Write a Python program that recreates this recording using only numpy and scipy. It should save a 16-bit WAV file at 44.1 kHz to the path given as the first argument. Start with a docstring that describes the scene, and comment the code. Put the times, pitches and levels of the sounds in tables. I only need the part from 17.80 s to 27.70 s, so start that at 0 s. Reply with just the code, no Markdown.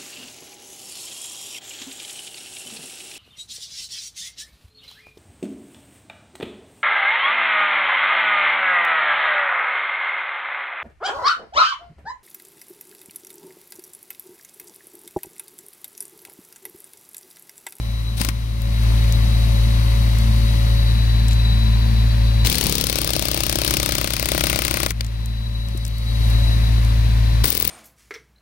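"""An air chisel is driven into a tree root outdoors, close to the left microphone port. First a compressor
engine drones and a leak hisses and whistles; at 0.4 s a feathered trigger fires three blows. The background
swells and the tool clicks as it is moved. From 4.7 to 7.1 s the chisel hammers and the bit seats: each piston
cycle is a thump, a steel crack with a knock of the wood, a return thump and a puff of exhaust. More clicks
follow over the drone, and at 9.6 s a short, faster burst ends the scene."""
import sys
import numpy as np
from scipy import signal
from scipy.fft import rfft, irfft, next_fast_len
from scipy.io import wavfile

SR = 44100
rng = np.random.default_rng(int(sys.argv[2]) if len(sys.argv) > 2 else 0)


def transcribe(u):
    """Save the signal u as a 16-bit wav file named by the first command-line argument.

    u: samples, shape (n,) or (channels, n), limited to [-1, 1]; the rate is SR.
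    q: integer samples, one column per channel.
    """
    v = np.clip(np.atleast_2d(u).T, -1, 1)
    q = np.round(v * 32767).astype(np.int16)
    wavfile.write(sys.argv[1], SR, q)


N = 436590
TIME = np.arange(N) / SR
FFT_SIZE = next_fast_len(N + 8192)
BIN_HZ = np.maximum(np.arange(FFT_SIZE // 2 + 1) * SR / FFT_SIZE, 1)

# Table levels are relative: each layer adds its own trim.
# stereo image of the noises: f/Hz, left-right likeness/0-1
LIKENESS = [(60, 0.41), (250, 0.45), (600, 0.27), (2000, 0.69), (4000, 0.06), (9000, 0.33), (16000, .3)]
# how much duller the right port hears the compressor and the tool: f/Hz, level/dB
ENGINE_SHADE = [(60, -1.4), (220, -3), (500, -6.5), (900, -12), (1800, -2), (3000, -8.5), (4400, -7),
                (6000, -14), (8000, -26), (10500, -14), (15600, -21)]
TOOL_SHADE = [(60, -7), (300, -5.5), (600, -9.5), (1100, -12), (1600, -11), (2150, -5), (2900, -15),
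              (4200, -7.5), (6000, -20.5), (8000, -25), (9200, -25), (15600, -24)]

# engine orders, with weak quarter orders from the slower pump: multiple of the crank rate, level/dB
ENGINE_ORDERS = [(1, 0), (1.25, -80), (1.5, -24), (1.75, -23), (2, -5), (2.75, -26.5), (3, -45), (3.5, -38),
                 (4, -34), (5, -34.5), (6, -36.5), (7, -52)]
# colour of the engine clatter: f/Hz, level/dB
CLATTER_EQ = [(25, 11), (50, 21), (100, 13), (190, 16.5), (250, 10), (330, 3.5), (620, 3), (820, 1),
              (1050, 1), (1330, 0.5), (1620, -0.5), (2050, 1), (3200, -2), (4400, -1.5), (15000, -42)]
# whines of pump and fan: f/Hz, level/dB
WHINES = [(220.3, -23), (564.3, -29.5), (673, -39), (996, -34.5), (1130.2, -38.5)]
# colours of the leak's hiss and of its breathy upper tone: f/Hz, level/dB
HISS_EQ = [(2500, -14), (4500, 3), (6200, 3.5), (7400, -3.5), (9200, 3.5), (12000, 0), (15600, -1),
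           (16500, -20)]
BREATHY_EQ = [(3000, -43), (4000, -25), (4330, -9), (4470, 3), (4640, -5.5), (5200, -29), (7000, -55)]
# fader ride of the whistle: t/s, pure tone level/dB, breathy tone level/dB
WHISTLE_RIDE = [(.25, -26, -42), (.7, -31, -41), (2, -29, -29), (2.5, -34, -30), (3.05, -25, -28),
                (3.6, -26.5, -32), (3.8, -21, -32), (3.95, -28.5, -28), (4.55, -28, -29), (7.25, -34, -42),
                (7.55, -24, -36), (8.2, -26, -23), (8.75, -24.5, -42), (9.05, -34, -49), (9.55, -31.5, -47)]
# the background sinks around the work, then swells: sink t/s, swell t/s, level/dB
LULLS = [(-.1, 0.752, -8), (4.652, 8.163, -9), (9.622, 9.9, -11)]
# swing of the microphone from the root towards the trunk: t/s, share/0-1
MIC_SWING = [(0, 0), (1.2, 0.29), (2.8, 0.18), (3.35, 0.85), (4.5, .9), (7.6, 0.72), (8.2, 0.07), (9.2, .9)]

# clicks of the loose bit and hose: t/s, level/dB, ring f/Hz, decay/s
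CLICKS = [(0.8193, -19.5, 12000, .001), (1.0347, -24, 11930, .002), (1.3243, -10, 12060, 0.00068),
          (2.3857, -19.5, 8920, .0022), (3.4826, -17.5, 8050, .004), (3.509, -21, 3800, 0.015),
          (3.5301, -21, 5270, 0.0056), (7.1182, -23, 9000, 0.0018), (7.2082, -8.5, 4340, 0.0018),
          (7.246, -22, 5200, 0.0017), (7.265, -28, 5800, .002), (7.4594, -15.5, 8500, 0.0007),
          (7.8863, -23, 8040, .001), (7.974, -23, 9000, .003), (8.0509, -17.5, 6700, 0.0025),
          (8.065, -23, 9000, 0.0027), (8.0792, -18, 12000, .0018), (8.183, -22, 10000, .0018),
          (8.5013, -19.5, 10950, 0.0035), (9.049, -22.5, 9050, 0.0018)]
# trigger pulls: open t/s, close t/s, rush level/dB, treble over rush/dB, opening spit level/dB
TRIGGER_PULLS = [(0.368, 0.394, -37.5, -2.5, -42), (0.397, .502, -39.5, -5, -25),
                 (4.644, 7.058, -28, -8, -20), (7.077, 7.1, -34.5, -9, -40), (9.634, 9.903, -32, -2, -21.5)]
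# colours of the exhaust's rush and of its bright spray: f/Hz, level/dB
RUSH_EQ = [(150, 5.5), (500, -0.5), (1000, -5), (1700, -7), (2600, -2), (4300, 2), (5800, -1.5),
           (7300, -12), (9000, -20), (16000, -40)]
SPRAY_EQ = [(5000, -3.5), (7400, -6.5), (9000, 4), (11500, -5.5), (14500, -3), (15650, -5), (16500, -20)]
# how hard the hand leans on the tool: t/s, level/dB
HAND_PUSH = [(4.67, 3), (4.85, 5.5), (5.1, 0.9), (5.8, 0.8), (5.95, 3.5), (6.42, -1.5), (6.65, 4), (6.8, 0),
             (7.07, 1)]
# piston speed in the two bursts, slowing as the bit seats: t/s, blow rate/Hz
LONG_BURST = [(4.6716, 36.07), (5.1, 34.17), (5.5, 33.13), (6.3, 32.66), (6.6, 33.21), (7.07, 32.89)]
LAST_BURST = [(9.6555, 42.5), (9.8, 39.9), (9.895, 39.3)]
# sustained bursts: speed curve, crack/dB, wood/dB, split/dB, high ring/dB, background dip/dB
BURSTS = [(LONG_BURST, -10.5, -24, -15, -23, -5.5), (LAST_BURST, -18, -23.5, -3, -7, -8.5)]
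# lone blows as the trigger is feathered or let go:
# t/s, crack/dB, wood/dB, wood pitch ratio, split/dB, high ring/dB
LONE_BLOWS = [(0.4148, -10, -35, 1.4, -20, -36), (.449, -11.5, -37, 1.2, -22.5, -32),
              (0.4883, -15, -37, 0.51, -19.5, -38), (4.662, -12, -42, 1, -44, -28),
              (7.107, -11.5, -30, .81, -21, -32), (9.6426, -8.5, -25, 0.85, -17, -31)]
# low, hollow thuds with the lone blows and a few knocks: t/s, level/dB, f/Hz
THUDS = [(0.407, -12.5, 227), (0.4465, -23, 275), (.485, -19.5, 260), (7.208, -27, 550),
         (7.949, -21.5, 340), (9.641, -13.5, 298)]
# modes of the root under the bit: f/Hz, level/dB, t60/s
WOOD_MODES = [(332.6, -7, 0.045), (588, 2.5, 0.019), (734, -14.5, 0.021), (1214, -8, 0.036),
              (1576, -9.5, 0.031), (2290, -9, 0.016)]
# colours of tearing fibres, the steel crack and the bit's high ring: f/Hz, level/dB
SPLIT_EQ = [(500, -29), (1000, 1), (1350, 2.5), (1700, -1), (2250, 2.5), (2900, -9), (4000, -17.5)]
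CRACK_EQ = [(400, -27), (900, -23), (1500, -16), (2300, -3), (3000, 5), (5500, 2.5), (7400, -3), (8900, 3),
            (10400, 4), (13000, -3), (14600, -0.5), (15650, 4), (16500, 9.5)]
HIGH_RING_EQ = [(13500, -52), (15000, -9), (15650, 12), (15900, -6), (16500, -31)]


def from_db(db):
    """Decibels to gain."""
    return 10 ** (np.asarray(db) / 20)


def in_time(rows):
    """Each column of an automation curve, sample by sample."""
    times, *columns = np.transpose(rows)
    return [np.interp(TIME, times, column) for column in columns]


def over_hz(points):
    """An EQ curve, bin by bin."""
    hz, value = np.transpose(points)
    return np.interp(np.log(BIN_HZ), np.log(hz), value)


def drift(rate_hz):
    """A random wobble with a spread of about one."""
    knots = rng.standard_normal(int(N / SR * rate_hz) + 2)
    return np.interp(TIME * rate_hz, np.arange(len(knots)), knots)


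def gate(start, stop, attack_s, release_s):
    """Rises to one from the start, holds, and falls back after the stop."""
    return np.clip(np.minimum((TIME - start) / attack_s, 1 - (TIME - stop) / release_s), 0, 1)


def delayed(x, lag_s):
    """The same sound a little later; the lag may move."""
    return np.interp(TIME - lag_s, TIME, x)


def noise(eq, shade, band):
    """Coloured stereo noise with unit power within the band (Hz) on the left; the right is shaded."""
    white = rng.standard_normal((2, len(BIN_HZ))) + 1j * rng.standard_normal((2, len(BIN_HZ)))
    alike, gain = over_hz(LIKENESS), from_db(over_hz(eq))
    in_band = (BIN_HZ > band[0]) & (BIN_HZ < band[1])
    gain *= FFT_SIZE / (2 * np.sqrt(np.sum(gain[in_band] ** 2)))
    right = (alike * white[0] + np.sqrt(1 - alike ** 2) * white[1]) * from_db(over_hz(shade))
    return irfft(np.array([white[0], right]) * gain, FFT_SIZE)[:, :N]


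def at_ports(x, shade):
    """A mono sound in stereo: untouched on the left, shaded on the right."""
    right = irfft(rfft(x, FFT_SIZE) * from_db(over_hz(shade)), FFT_SIZE)[:N]
    return np.array([x, right])


def strikes(times, sizes):
    """A train of one-sample impulses."""
    return np.bincount(np.maximum(times * SR, 0).astype(int), sizes, N)[:N] + 1e-18


def ring(hits, hz, t60):
    """Each impulse sets a sine of its own height ringing."""
    radius, angle = from_db(-60 / (t60 * SR)), 2 * np.pi * hz / SR
    return signal.lfilter([0, np.sin(angle)], [1, -2 * radius * np.cos(angle), radius ** 2], hits)


def fade(hits, decay_s):
    """Each impulse starts an exponential decay."""
    return signal.lfilter([1], [1, -np.exp(-1 / (decay_s * SR))], hits)


def swell(hits, width_s):
    """Each impulse becomes a bell-shaped swell around its moment."""
    lag = np.arange(-1024, 1025) / SR
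    return signal.oaconvolve(hits, np.exp(-.5 * (lag / width_s) ** 2), "same")


def ground_comb(x, lag_s, strength=0.16, dull_hz=2900):
    """A dull reflection from the soil hollows the sound like a moving comb."""
    dull = signal.sosfiltfilt(signal.butter(2, dull_hz, fs=SR, output="sos"), x)
    return x + strength * np.array([delayed(port, lag_s) for port in dull])


def engine(swing, crank_hz=56.12, drone_db=1.08, clatter_db=-19, throb=0.1):
    """The bed: a drone on the orders of the crankshaft, and clatter that throbs on each turn."""
    turn = 2 * np.pi * crank_hz * TIME + .025 * drift(14)
    drone = np.zeros(N)
    for order, db in ENGINE_ORDERS:
        waver = 1 + 0.038 * (order - .5) * drift(20)
        drone -= np.sqrt(2) * from_db(db + drone_db) * np.cos(order * turn) * waver
    clatter = noise(CLATTER_EQ, ENGINE_SHADE, band=(600, 2500))
    clatter = ground_comb(clatter, lag_s=0.000954 + 0.00023 * swing)
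    clatter *= from_db(clatter_db - 1.5 * swing) * (1 + throb * np.cos(turn))
    return at_ports(drone, ENGINE_SHADE) + clatter


def whines(swing, trim_db=4, swing_db=-2, waver_db=3, swing_lag_s=0.00034):
    """Wavering tones of pump and fan; the two ports drift out of phase as the microphone swings."""
    tones = np.zeros(N)
    for hz, db in WHINES:
        gain = from_db(db + trim_db + swing_db * swing + waver_db * drift(8))
        tones += gain * np.sin(2 * np.pi * hz * TIME + drift(9))
    left, right = at_ports(np.sqrt(2) * tones, ENGINE_SHADE)
    return np.array([left, delayed(right, swing_lag_s * swing)])


def leak(swing, whistle_hz=3957, whistle_db=11, right_db=-4.5, pulse_hz=28, hiss_db=-24):
    """A fitting hisses and whistles; the pulsing supply warbles the whistle, and its upper tone sputters."""
    pure_db, breathy_db = in_time(WHISTLE_RIDE)
    warble = 0.7 * np.sin(2 * np.pi * pulse_hz * TIME)
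    phase = 2 * np.pi * whistle_hz * TIME + warble + 0.92 * drift(11) + 0.25 * drift(120)
    whistle = from_db(pure_db + whistle_db + 3.5 * drift(70)) * np.sin(phase)
    breathy = noise(BREATHY_EQ, ENGINE_SHADE, band=(4000, 5000)) * from_db(breathy_db + 3 * drift(60))
    hiss = noise(HISS_EQ, ENGINE_SHADE, band=(9000, 15000)) * from_db(hiss_db - 5.5 * swing)
    return whistle * from_db([[0], [right_db]]) + breathy + hiss


def compressor_fader(steady_db=-15.5, sink_s=0.06):
    """Gain of the compressor: steady, lower in each lull, and lower still while the chisel hammers."""
    lull_db = sum(db * gate(sinks, swells, sink_s, release_s=0.32) for sinks, swells, db in LULLS)
    dip_db = sum(db * gate(speed[0][0], speed[-1][0], sink_s, release_s=.12) for speed, *_, db in BURSTS)
    return from_db(steady_db + lull_db + dip_db)


def handling(trim_db=-3.5):
    """The loose bit and hose give short metallic clicks, each bright around a pitch of its own."""
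    clicks, t = np.zeros(N), TIME[:2048]
    for at, db, hz, decay_s in CLICKS:
        band = signal.butter(1, [hz / 1.8, min(hz * 1.4, .45 * SR)], "band", fs=SR, output="sos")
        click = signal.sosfilt(band, rng.standard_normal(len(t)) * np.exp(-t / decay_s))
        start = int(at * SR)
        clicks[start:start + len(t)] += from_db(db + trim_db) * 2 * click / np.abs(click).max()
    return at_ports(clicks, TOOL_SHADE)


def air_flow(open_s=0.0056, close_s=0.011, spit_s=0.023, sag_s=0.12):
    """Envelopes of the rush and its treble: each pull opens with a spit, sags to a steady flow and shuts."""
    flow, treble = np.zeros((2, N))
    push_db = 0.41 * in_time(HAND_PUSH)[0]
    for opens, closes, rush_db, treble_db, spit_db in TRIGGER_PULLS:
        valve = gate(opens, closes, open_s, close_s)
        age = np.maximum(TIME - opens - open_s, 0)
        fresh = np.exp(-age / sag_s)   # a rested hose gives extra air and treble until its pressure sags
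        rush = from_db(rush_db + push_db + 2.5 * fresh)
        spit = from_db(spit_db) * np.exp(-age / spit_s)
        flow += valve * np.hypot(rush, spit)
        treble += valve * np.hypot(rush * from_db(treble_db + 5 * fresh), spit * from_db(-6.5))
    return flow, treble


def exhaust(at, trim_db=-2, puff_delay_s=0.019, flutter_db=2.5):
    """Air rushes while the trigger is held and puffs out on each return stroke."""
    flow, treble = air_flow()
    strokes = strikes(at + puff_delay_s, rng.uniform(0.26, 2.0, len(at)))
    puffs = 1 + 0.77 * swell(strokes, width_s=0.0021)
    rush = flow * noise(RUSH_EQ, TOOL_SHADE, band=(2000, 6500))
    spray = treble * noise(SPRAY_EQ, TOOL_SHADE, band=(9000, 15000))
    return (rush + spray) * puffs * from_db(trim_db + flutter_db * drift(300))


def piston_blows(seat_s=0.46, cut_s=1, loose_pitch=0.757, seated_pitch=1.028):
    """The hit list, in the columns of LONE_BLOWS: those blows, then one per piston cycle of each burst."""
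    rows = [np.array(LONE_BLOWS)]
    for speed, crack_db, wood_db, split_db, ring_db, _ in BURSTS:
        knots, rate_hz = np.transpose(speed)
        t = TIME[(TIME >= knots[0]) & (TIME <= knots[-1])]
        cycles = np.cumsum(np.interp(t, knots, rate_hz)) / SR
        at = np.interp(np.arange(int(cycles[-1]) + 1), cycles, t)
        age = at - at[0]
        push_db = np.interp(at, *np.transpose(HAND_PUSH))
        loose = np.exp(-(age / seat_s) ** 4)   # the wood rings lower and weaker until it grips the bit
        uncut = np.exp(-age / cut_s)   # a deeper cut knocks louder and tears more fibres
        knock_db = wood_db + push_db - 5 * loose - 3.5 * uncut
        pitch = seated_pitch + (loose_pitch - seated_pitch) * loose
        tear_db = split_db + push_db - 40.5 * uncut
        columns = [at, crack_db + push_db, knock_db, pitch, tear_db, np.full(len(at), ring_db)]
        rows.append(np.transpose(columns))
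    return np.vstack(rows).T


def recurring(sound, at, share):
    """The same body answers every blow, so a share of its dense ring repeats."""
    samples = np.arange(N)
    starts = np.sort((at * SR).astype(int)) - 150
    latest = np.maximum(np.searchsorted(starts, samples, "right") - 1, 0)
    retriggered = sound[:, np.abs(samples - starts[latest])]
    return np.sqrt(share) * retriggered + np.sqrt(1 - share) * sound


def low_thuds(t60=0.036):
    """Each thud rings one low, hollow tone at a pitch of its own."""
    thuds = sum(ring(strikes(np.array([at]), from_db([db])), hz, t60) for at, db, hz in THUDS)
    return at_ports(thuds, TOOL_SHADE)


def barrel_recoil(at, crack_db, lead_s=.0037, return_s=0.01208):
    """The low end: the barrel thumps just before the blow and again as the piston is thrown back."""
    size = from_db(crack_db + rng.standard_normal(len(at)))
    forward_hits = strikes(at - lead_s, size)
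    return_hits = strikes(at + return_s + 0.00022 * rng.standard_normal(len(at)), size)
    forward = from_db(-7) * ring(forward_hits, hz=210, t60=0.011)
    kick = from_db(-12.5) * ring(forward_hits, hz=120, t60=0.011)
    back = from_db(-9) * ring(return_hits, hz=155, t60=0.039)
    return at_ports(forward + kick + back, TOOL_SHADE)


def root_knocks(at, wood_db, pitches, split_db, knock_trim_db=8.5, spread_db=2.9):
    """The body: every blow knocks the wood's modes and, deep in the cut, tears fibres with a dry rasp."""
    knocks, t = np.zeros(N + 4096), TIME[:4096]
    hz, mode_db, t60 = np.transpose(WOOD_MODES)[:, :, None]
    for start, blow_db, pitch in zip((at * SR).astype(int), wood_db, pitches):
        peak_db = blow_db + knock_trim_db + mode_db + spread_db * rng.standard_normal(hz.shape)
        modes = from_db(peak_db - 60 * t / t60) * np.sin(2 * np.pi * pitch * hz * t)
        knocks[start:start + len(t)] += modes.sum(axis=0)
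    rasp = recurring(noise(SPLIT_EQ, TOOL_SHADE, band=(800, 3000)), at, share=.6)
    rasp *= fade(strikes(at - .0005, from_db(split_db)), decay_s=0.007)
    return at_ports(knocks[:N], TOOL_SHADE) + rasp


def steel_cracks(at, crack_db, ring_db, spread_db=1.64, spit_lead_s=.0026):
    """The attack: the piston uncovers a port with a spit, then cracks on the bit, which sings very high."""
    size = from_db(crack_db + spread_db * rng.standard_normal(len(at)))
    hits = strikes(at, size)
    spit = from_db(-13) * fade(strikes(at - spit_lead_s, size), decay_s=.0012)
    snap = swell(hits, width_s=0.00052)
    tail = from_db(-6.5) * fade(hits, decay_s=0.0041)
    crack = recurring(noise(CRACK_EQ, TOOL_SHADE, band=(2500, 16000)), at, share=.4)
    high_ring = noise(HIGH_RING_EQ, TOOL_SHADE, band=(14000, 16500))
    high_ring *= swell(strikes(at, from_db(ring_db)), width_s=0.0013)
    return (spit + snap + tail) * crack + high_ring


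def scene(ground_db=-32, ground_s=.0042, port_lag_s=.00034, swing_lag_s=.00009):
    """The mix: the chisel and its ground reflection over the compressor; the right port hears all later."""
    at, crack_db, wood_db, pitches, split_db, ring_db = piston_blows()
    swing, = in_time(MIC_SWING)
    chisel = steel_cracks(at, crack_db, ring_db) + root_knocks(at, wood_db, pitches, split_db)
    chisel += barrel_recoil(at, crack_db) + low_thuds() + exhaust(at) + handling()
    chisel += from_db(ground_db) * np.pad(chisel, ((0, 0), (int(ground_s * SR), 0)))[:, :N]
    compressor = engine(swing) + whines(swing) + leak(swing)
    left, right = chisel + compressor_fader() * compressor
    return np.array([left, delayed(right, port_lag_s + swing_lag_s * swing)])


def record(dry, low_cut_hz=12, ceiling=.95, high_cut_hz=15950):
    """The master chain: a low cut, a soft clip that rounds the hardest cracks, and a steep high cut."""
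    dry = signal.sosfilt(signal.butter(1, low_cut_hz, "high", fs=SR, output="sos"), dry)
    rounded = dry / (1 + (dry / ceiling) ** 4) ** (1 / 4)
    return signal.sosfilt(signal.ellip(12, .2, 90, high_cut_hz, fs=SR, output="sos"), rounded)


dry = scene()
out = record(dry)
transcribe(out)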